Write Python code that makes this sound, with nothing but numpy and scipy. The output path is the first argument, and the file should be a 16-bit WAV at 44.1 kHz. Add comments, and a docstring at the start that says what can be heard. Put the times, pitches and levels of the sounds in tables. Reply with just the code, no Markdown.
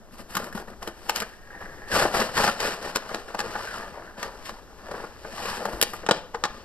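"""Quiet room air and hands resting on card; then scuffs, slides and taps as hands handle a toy box.
From 1.9 s tugs jerk its cardboard tray out: card slips densely on card and rings the hollow panels.
More slides follow; near 5.7 s the box thumps on a table, then edges and plastic window knock and snap.
Rubs are jolt noise through panel resonances, taps are shaped noise bursts through the same panels.
A phone hears it close by; its second port hears with a lag through the shadow of the case."""
import sys
import numpy as np
from scipy import signal
from scipy.fft import rfft, irfft, next_fast_len
from scipy.io import wavfile
from scipy.ndimage import uniform_filter1d

SR = 44100
rng = np.random.default_rng(int(sys.argv[2]) if len(sys.argv) > 2 else 0)


def gain_from_db(level_db):
    """Turn a decibel level (scalar or array-like) into a linear amplitude factor."""
    decades = np.asarray(level_db, float) / 20
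    return 10 ** decades


def digitize_waveform(pressure):
    """Quantize a signal to 16-bit integers and store it at the path in sys.argv[1].

    Rows of a 2-D input are taken as channels; values are limited to [-1, 1].
    """
    field = np.atleast_2d(pressure).T
    bounded = np.clip(field, -1, 1)
    quanta = np.round(bounded * 32767).astype(np.int16)
    wavfile.write(sys.argv[1], SR, quanta)


N = 292824
SIZE = next_fast_len(N + 8192)
HZ = np.maximum(np.fft.rfftfreq(SIZE, 1 / SR), 1)
CARD_TOP_HZ = 2370  # soft card rings little above this

# box panels and cavity, base values: f/Hz, width/Hz, relative level/dB
BOX = [(215.3, 53, 3), (335.6, 63, -4.5), (469.3, 98, 1), (587, 123, -0.5), (730, 160, -10.5),
       (840, 240, -2.5), (1042, 200, -8), (1200, 120, -6), (1374, 113, -8.5), (1530, 67, -11.5),
       (1690, 97, -5), (1830, 74, -8.5)]
# what is handled: t/s, boom of panels below 400 Hz/dB, very top/dB (glossy card, plastic bright; bare card dull)
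HOLLOW = [(0, 5, 5.5), (2.6, -6, -4.5), (5.45, -4.5, -4), (5.95, 9, 7), (6.03, 5, -18)]
# fibre hiss and cracks, base colour: f/Hz, relative level/dB
FIBRE = [(900, -14.5), (1800, 3), (2150, 0.5), (2900, 3), (3400, -3), (4700, 2), (5600, -2.5), (6500, -6.5),
         (7800, -4.5), (9200, -3), (10000, -12), (11000, -9.5), (13600, -20.5), (15100, -49)]


def unit(x):
    """Scale to rms 1."""
    return x / np.sqrt(np.mean(x ** 2))


def across(table, column=1):
    """One column of a frequency table at every bin, interpolated over log f."""
    rows = np.array(table, float)
    return np.interp(np.log(HZ), np.log(rows[:, 0]), rows[:, column])


def over_time(table, column, t):
    """One column of a time table at t, interpolated linearly."""
    columns = np.transpose(table)
    return np.interp(t, columns[0], columns[column])


def low_pass(corner_hz, order):
    """Smooth roll-off gain for each bin, 1/2 at the corner."""
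    return 1 / (1 + (HZ / corner_hz) ** order)


def shape(x, gain):
    """Filter by a gain for each bin."""
    return irfft(rfft(x, SIZE) * gain, SIZE)[..., :N]


def ring(x, hz, width_hz):
    """A two-pole resonance, gain 1 at its centre."""
    return signal.lfilter(*signal.iirpeak(hz, hz / width_hz, fs=SR), x)


def walk(rate_hz):
    """Random levels held 1 / rate_hz and slewed twice; spread near 1."""
    k = int(SR / rate_hz)
    steps = np.repeat(rng.standard_normal(N // k + 2), k)
    return 1.44 * uniform_filter1d(uniform_filter1d(steps, k), k)[:N]


def slips(spread_db):
    """Fibres letting go: many tiny jolts, a few large ones, capped at what a fibre can hold."""
    size = np.minimum(rng.exponential(size=N), 6)
    return unit(rng.standard_normal(N) * gain_from_db(spread_db * size))


def tail(t60_s, length_s=.4):
    """Decaying noise of unit energy."""
    t = np.arange(int(length_s * SR)) / SR
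    h = rng.standard_normal(len(t)) * gain_from_db(-60 * t / t60_s)
    return h / np.sqrt(np.sum(h ** 2))


def room_air():
    """Steady coloured noise whose level wanders a little."""
    # room air and hand tremor on the phone: f/Hz, relative level/dB
    air_colour = [(15, 8.5), (50, 2), (130, -9), (400, -7.5), (1500, -19), (2500, -26.5), (6000, -24.5),
                  (13500, -39), (14800, -70)]
    air = shape(rng.standard_normal(N) * gain_from_db(walk(5.53)), gain_from_db(across(air_colour)))
    return unit(air) * gain_from_db(-46.5)


def hand_tremor():
    """Deep noise of the hand on the phone, rolled off from 45 Hz."""
    return unit(shape(rng.standard_normal(N), low_pass(45, 2))) * gain_from_db(-51.5)


def strokes():
    """Gains of rumble and hiss, and grip: strokes swell, hold and die away, their powers adding."""
    # fingers and flaps scuff the card: t/s, length/s, level/dB, treble re level/dB
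    scuff_rows = [(.138, 0.0022, -44.5, -3.5), (.185, 0.019, -40.5, -6.5), (.3, 0.073, -41.5, -5),
                  (.375, 0.1, -38, -8), (.552, 0.049, -38.5, -6), (.68, 0.03, -42.5, -11),
                  (.825, 0.069, -42.5, -7.5), (1.162, 0.011, -35.5, 4), (1.61, 0.052, -37, -16),
                  (2.825, 0.076, -34, -3.5), (3.09, 0.093, -37.5, -6), (3.285, 0.01, -38, -7.5),
                  (4.185, 0.08, -36.5, -7), (4.46, 0.019, -44, 6), (6.12, 0.053, -42, 3)]
    # the tray comes out of the box in tugs: t/s, length/s, level/dB, treble re level/dB
    tug_rows = [(1.945, 0.066, -20.5, -3), (2.15, 0.065, -23.5, -3), (2.375, 0.091, -24, -0.5),
                (2.61, 0.093, -28.5, -2)]
    # long even slides of hand, tray and box: t/s, length/s, level/dB, treble re level/dB
    slide_rows = [(1.09, 0.14, -42.5, -4), (1.55, 0.41, -44, -13), (2.8, 0.4, -42.5, -6),
                  (3.46, 0.33, -35.5, -6), (3.88, 0.18, -42.5, -13), (4.3, 0.24, -47, -5),
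                  (4.92, 0.11, -39.5, -8), (5.45, 0.073, -32.5, -1.5), (5.62, 0.13, -35.5, -10.5),
                  (5.88, 0.11, -46.5, -0.5), (6.5, 0.1, -47, -4.5)]
    resting_db, resting_treble_db = -57, -12  # hands lying on the card
    t = np.arange(0, N + 64, 64) / SR
    low = gain_from_db(resting_db) ** 2
    high = gain_from_db(resting_db + resting_treble_db) ** 2
    lows = []
    for rows, rise_db_per_s, fall_db_per_s in ((scuff_rows, 912, 379),
                                               (tug_rows, 399, 183),
                                               (slide_rows, 79, 95)):
        for s, length_s, db, treble_db in rows:
            before_s = np.maximum(s - t, 0)
            after_s = np.maximum(t - s - length_s, 0)
            now_db = db - rise_db_per_s * before_s - fall_db_per_s * after_s
            low = low + gain_from_db(now_db) ** 2
            high = high + gain_from_db(now_db + treble_db) ** 2
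        lows.append(low)
    grip = lows[1] / low  # power share of all but the slides
    return (np.interp(np.arange(N) / SR, t, np.sqrt(p)) for p in (low, high, grip))


def rubbing():
    """Card judders over card; big slips shake every panel, small ones only their own."""
    # where the card is rubbed decides which panel answers most: t/s, favoured f/Hz, lift there/dB
    rub_spot = [(1.17, 900, 1), (1.24, 1760, 16), (1.92, 1810, 16.5), (2.0, 630, 0), (3.45, 820, -7),
                (3.56, 1480, 13), (3.73, 1530, 24), (3.79, 660, -4), (4.0, 720, 6), (4.07, 1550, 11),
                (4.17, 1510, 10.5), (4.8, 493, -3), (5.25, 474, 8), (5.5, 1110, 17), (5.62, 580, 7)]
    t = np.arange(N) / SR
    rumble, hiss, grip = strokes()
    spot_hz, lift_db = over_time(rub_spot, 1, t), over_time(rub_spot, 2, t)
    boom_db, gloss_db = over_time(HOLLOW, 1, t), over_time(HOLLOW, 2, t)
    judder_db = (1.44 + 0.85 * grip) * walk(220)  # gripping strokes stick and slip, slides run more even
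    big = slips(4.44) * gain_from_db(3.0 * walk(300))
    panels, power = 0, 0
    for hz, width_hz, db in BOX:
        nearness = np.exp(-(np.log2(hz / spot_hz) / .13) ** 2)  # distance in octaves
        gain = gain_from_db(db + boom_db * (hz < 400) + lift_db * nearness)
        small = slips(3.03) * gain_from_db(4.4 * walk(80))
        panels = panels + gain * ring(small + 0.69 * big, hz, width_hz)
        power = power + gain ** 2 * width_hz
    thud = shape(slips(4.0), low_pass(110, 2))
    fibre = unit(shape(slips(3.26) * gain_from_db(1.0 * walk(90)), gain_from_db(across(FIBRE))))
    top = shape(fibre, 1 - low_pass(8500, 6))
    fibre = fibre + top * (gain_from_db(gloss_db) - 1)
    # dividing by the expected power leaves the stroke level in charge
    body = unit(shape(panels / np.sqrt(power), low_pass(CARD_TOP_HZ, 6)))
    body = body + gain_from_db(-15.0) * unit(thud)
    return rumble * body * gain_from_db(judder_db) + hiss * fibre * gain_from_db(judder_db / 2)


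def taps():
    """A rough push rings panels nearest the struck spot; hard contacts are brief and crack to the top."""
    # fingers and flaps brush the card, then tap it:
    # t/s, panel peak before roll-off/dB, favoured f/Hz, crack re peak/dB
    tap_rows = [(0.352, -19.5, 1280, -0.5), (0.368, -10.5, 1140, -8.5), (0.398, -26.5, 500, -10),
                (0.442, -27.5, 1200, -5), (0.526, -27, 1490, -12), (0.576, -22, 900, -12.5),
                (0.827, -23.5, 802, -9.5), (0.875, -18.5, 466, -9.5), (1.095, -9, 840, -4.5),
                (1.16, -16, 1010, 0.5), (1.202, -24, 1660, 6.5), (1.22, -13, 1830, -13.5),
                (2.022, -8, 700, -15), (2.052, -9, 590, -36), (2.201, -13.5, 200, -5),
                (2.377, -9, 840, -14), (2.44, -7, 840, -12.5), (2.477, -6, 1230, -19),
                (2.603, -20.5, 1080, 4.5), (2.959, -12.5, 900, 3), (2.966, -17.5, 486, -18),
                (3.112, -22, 684, -23), (3.145, -15.5, 1000, -7), (3.346, -15, 565, -16.5),
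                (3.391, -13, 990, -7), (3.403, -14, 1090, -5.5), (3.554, -17, 730, -20),
                (4.229, -18, 1160, -3.5), (4.492, -18, 960, -14), (4.912, -19, 620, -17.5),
                (4.94, -23, 560, -32), (5.039, -23, 432, -25), (5.248, -20.5, 460, -28),
                (5.617, -21.5, 400, -33), (5.686, -19, 597, -34), (5.653, -10, 550, -17),
                (5.731, -21, 248, -20), (6.033, -23.5, 400, -42), (6.346, -14, 800, -16.5)]
    # box edges and plastic window strike without warning: columns as above
    knock_rows = [(5.814, -24.5, 1860, 22), (5.826, -8.5, 480, 5.5), (5.934, -19, 1190, -14),
                  (6.064, -19, 1050, -2), (6.088, -4.5, 600, -12.5), (6.11, -0.5, 430, -6),
                  (6.438, -8, 1290, -4.5), (6.452, -12.5, 780, -5.5)]
    brush_s, brush_db, bounce_s, bounce_db = 0.005, -9.5, 0.00714, -8
    lead_s = 4 * brush_s
    body, crack, top = np.zeros((3, N + 4096))
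    t = np.arange(4096) / SR
    rows = [(*r, gain_from_db(brush_db)) for r in tap_rows] + [(*r, 0) for r in knock_rows]
    for s, peak_db, spot_hz, crack_db, brush in rows:
        rough, snap = rng.standard_normal((2, 4096))
        luck = rng.standard_normal(len(BOX))
        contact_s = 0.00094 * gain_from_db(-.4 * max(crack_db, -22))

        def contact(at_s):
            """One press, swelling to 1 after contact_s."""
            phase = np.maximum(t - at_s, 0) / contact_s
            return phase * np.exp(1 - phase)

        swell = contact(lead_s)
        swell = swell + gain_from_db(bounce_db) * contact(lead_s + bounce_s * (.5 + rng.random()))
        swell = swell + brush * np.exp(-np.abs(t - lead_s) / brush_s)
        push = rough * swell
        push[int(lead_s * SR)] += 0.22 * np.sqrt(np.sum(push ** 2))  # the first touch is one clean jolt
        knock = 0
        for (hz, width_hz, db), chance in zip(BOX, luck):
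            near_db = max(-12.0 * np.log2(hz / spot_hz) ** 2, -12) + 3.5 * chance
            knock = knock + gain_from_db(db + near_db) * ring(push, hz, 0.62 * width_hz)
        i = int((s - lead_s) * SR)
        body[i:i + 4096] += gain_from_db(peak_db) * knock / np.abs(knock).max()
        age_s = np.maximum(t - lead_s, 0)
        crackle = gain_from_db(-10.5) * (1 - np.exp(-age_s / contact_s)) * np.exp(-age_s / 0.0047)
        snap = gain_from_db(peak_db + crack_db) * snap * (swell + crackle)
        crack[i:i + 4096] += snap
        top[i:i + 4096] += snap * gain_from_db(over_time(HOLLOW, 2, s))
    colour = gain_from_db(across(FIBRE) / 2)  # half the tilt of the hiss
    below = low_pass(8000, 8)
    panels = shape(body[:N], low_pass(CARD_TOP_HZ, 6))
    cracks = shape(crack[:N], colour * below)
    tops = shape(top[:N], colour * (1 - below) * gain_from_db(-6.5))
    return panels + cracks + tops


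def thumps():
    """The box's weight lands on the table: a low sine swells over 13 ms and dies away."""
    # heavy landings: t/s, envelope peak/dB, f/Hz
    landings = [(5.735, -28.5, 56)]
    t, out = np.arange(N) / SR, 0
    for s, peak_db, hz in landings:
        age = np.maximum(t - s, 0) / 0.013
        out = out + gain_from_db(peak_db) * age * np.exp(1 - age) * np.sin(2 * np.pi * hz * (t - s))
    return out


def walls(near):
    """Room reflections: a short noise tail, duller than the direct sound."""
    echo = signal.fftconvolve(near, tail(0.45))[:N]
    return gain_from_db(-9.5) * shape(echo, low_pass(6000, 2))


def case_shadow(left):
    """The right port hears the left port's sound coloured and lagged by the case."""
    # right port against the left, ahead of a 0.8 dB cut: f/Hz, level/dB, lag/rad
    port = [(50, -6, -.2), (1000, -2.5, .1), (1800, 1, 1.1), (2100, -5, 2.2), (2350, -14, 1.4),
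            (2700, -5, .9), (3100, 0, 1.8), (3900, -16, 1.5), (5200, -3, 1.2), (7400, -2, 4.3),
            (7900, -14, 4.3), (9700, -1, 3.3), (11000, 4, 4.8), (16000, 6, 10.3)]
    return shape(left, gain_from_db(across(port) - 0.8) * np.exp(-1j * across(port, column=2)))


def scene():
    """Left port; the right adds to it, through the case, independent rubbing noise of the same strokes
    and spots, tap scatter, air and tremor."""
    knocks = taps()
    near = rubbing() + knocks + thumps()
    left = near + walls(near) + room_air()
    scatter = signal.fftconvolve(knocks, tail(0.068, 0.042))[:N]
    right_only = rubbing() + scatter + room_air()
    right_only = gain_from_db(-6) * shape(right_only, HZ / (HZ + 1500))
    return np.array([left, case_shadow(left) + right_only + hand_tremor()])


def roll_off(x):
    """The treble ends steeply here."""
    return signal.sosfilt(signal.butter(12, 16570, fs=SR, output="sos"), x)


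def record(dry):
    """Peaks beyond full scale are clipped."""
    return roll_off(np.clip(dry, -1, 1))


dry = scene()
out = record(dry)
digitize_waveform(out)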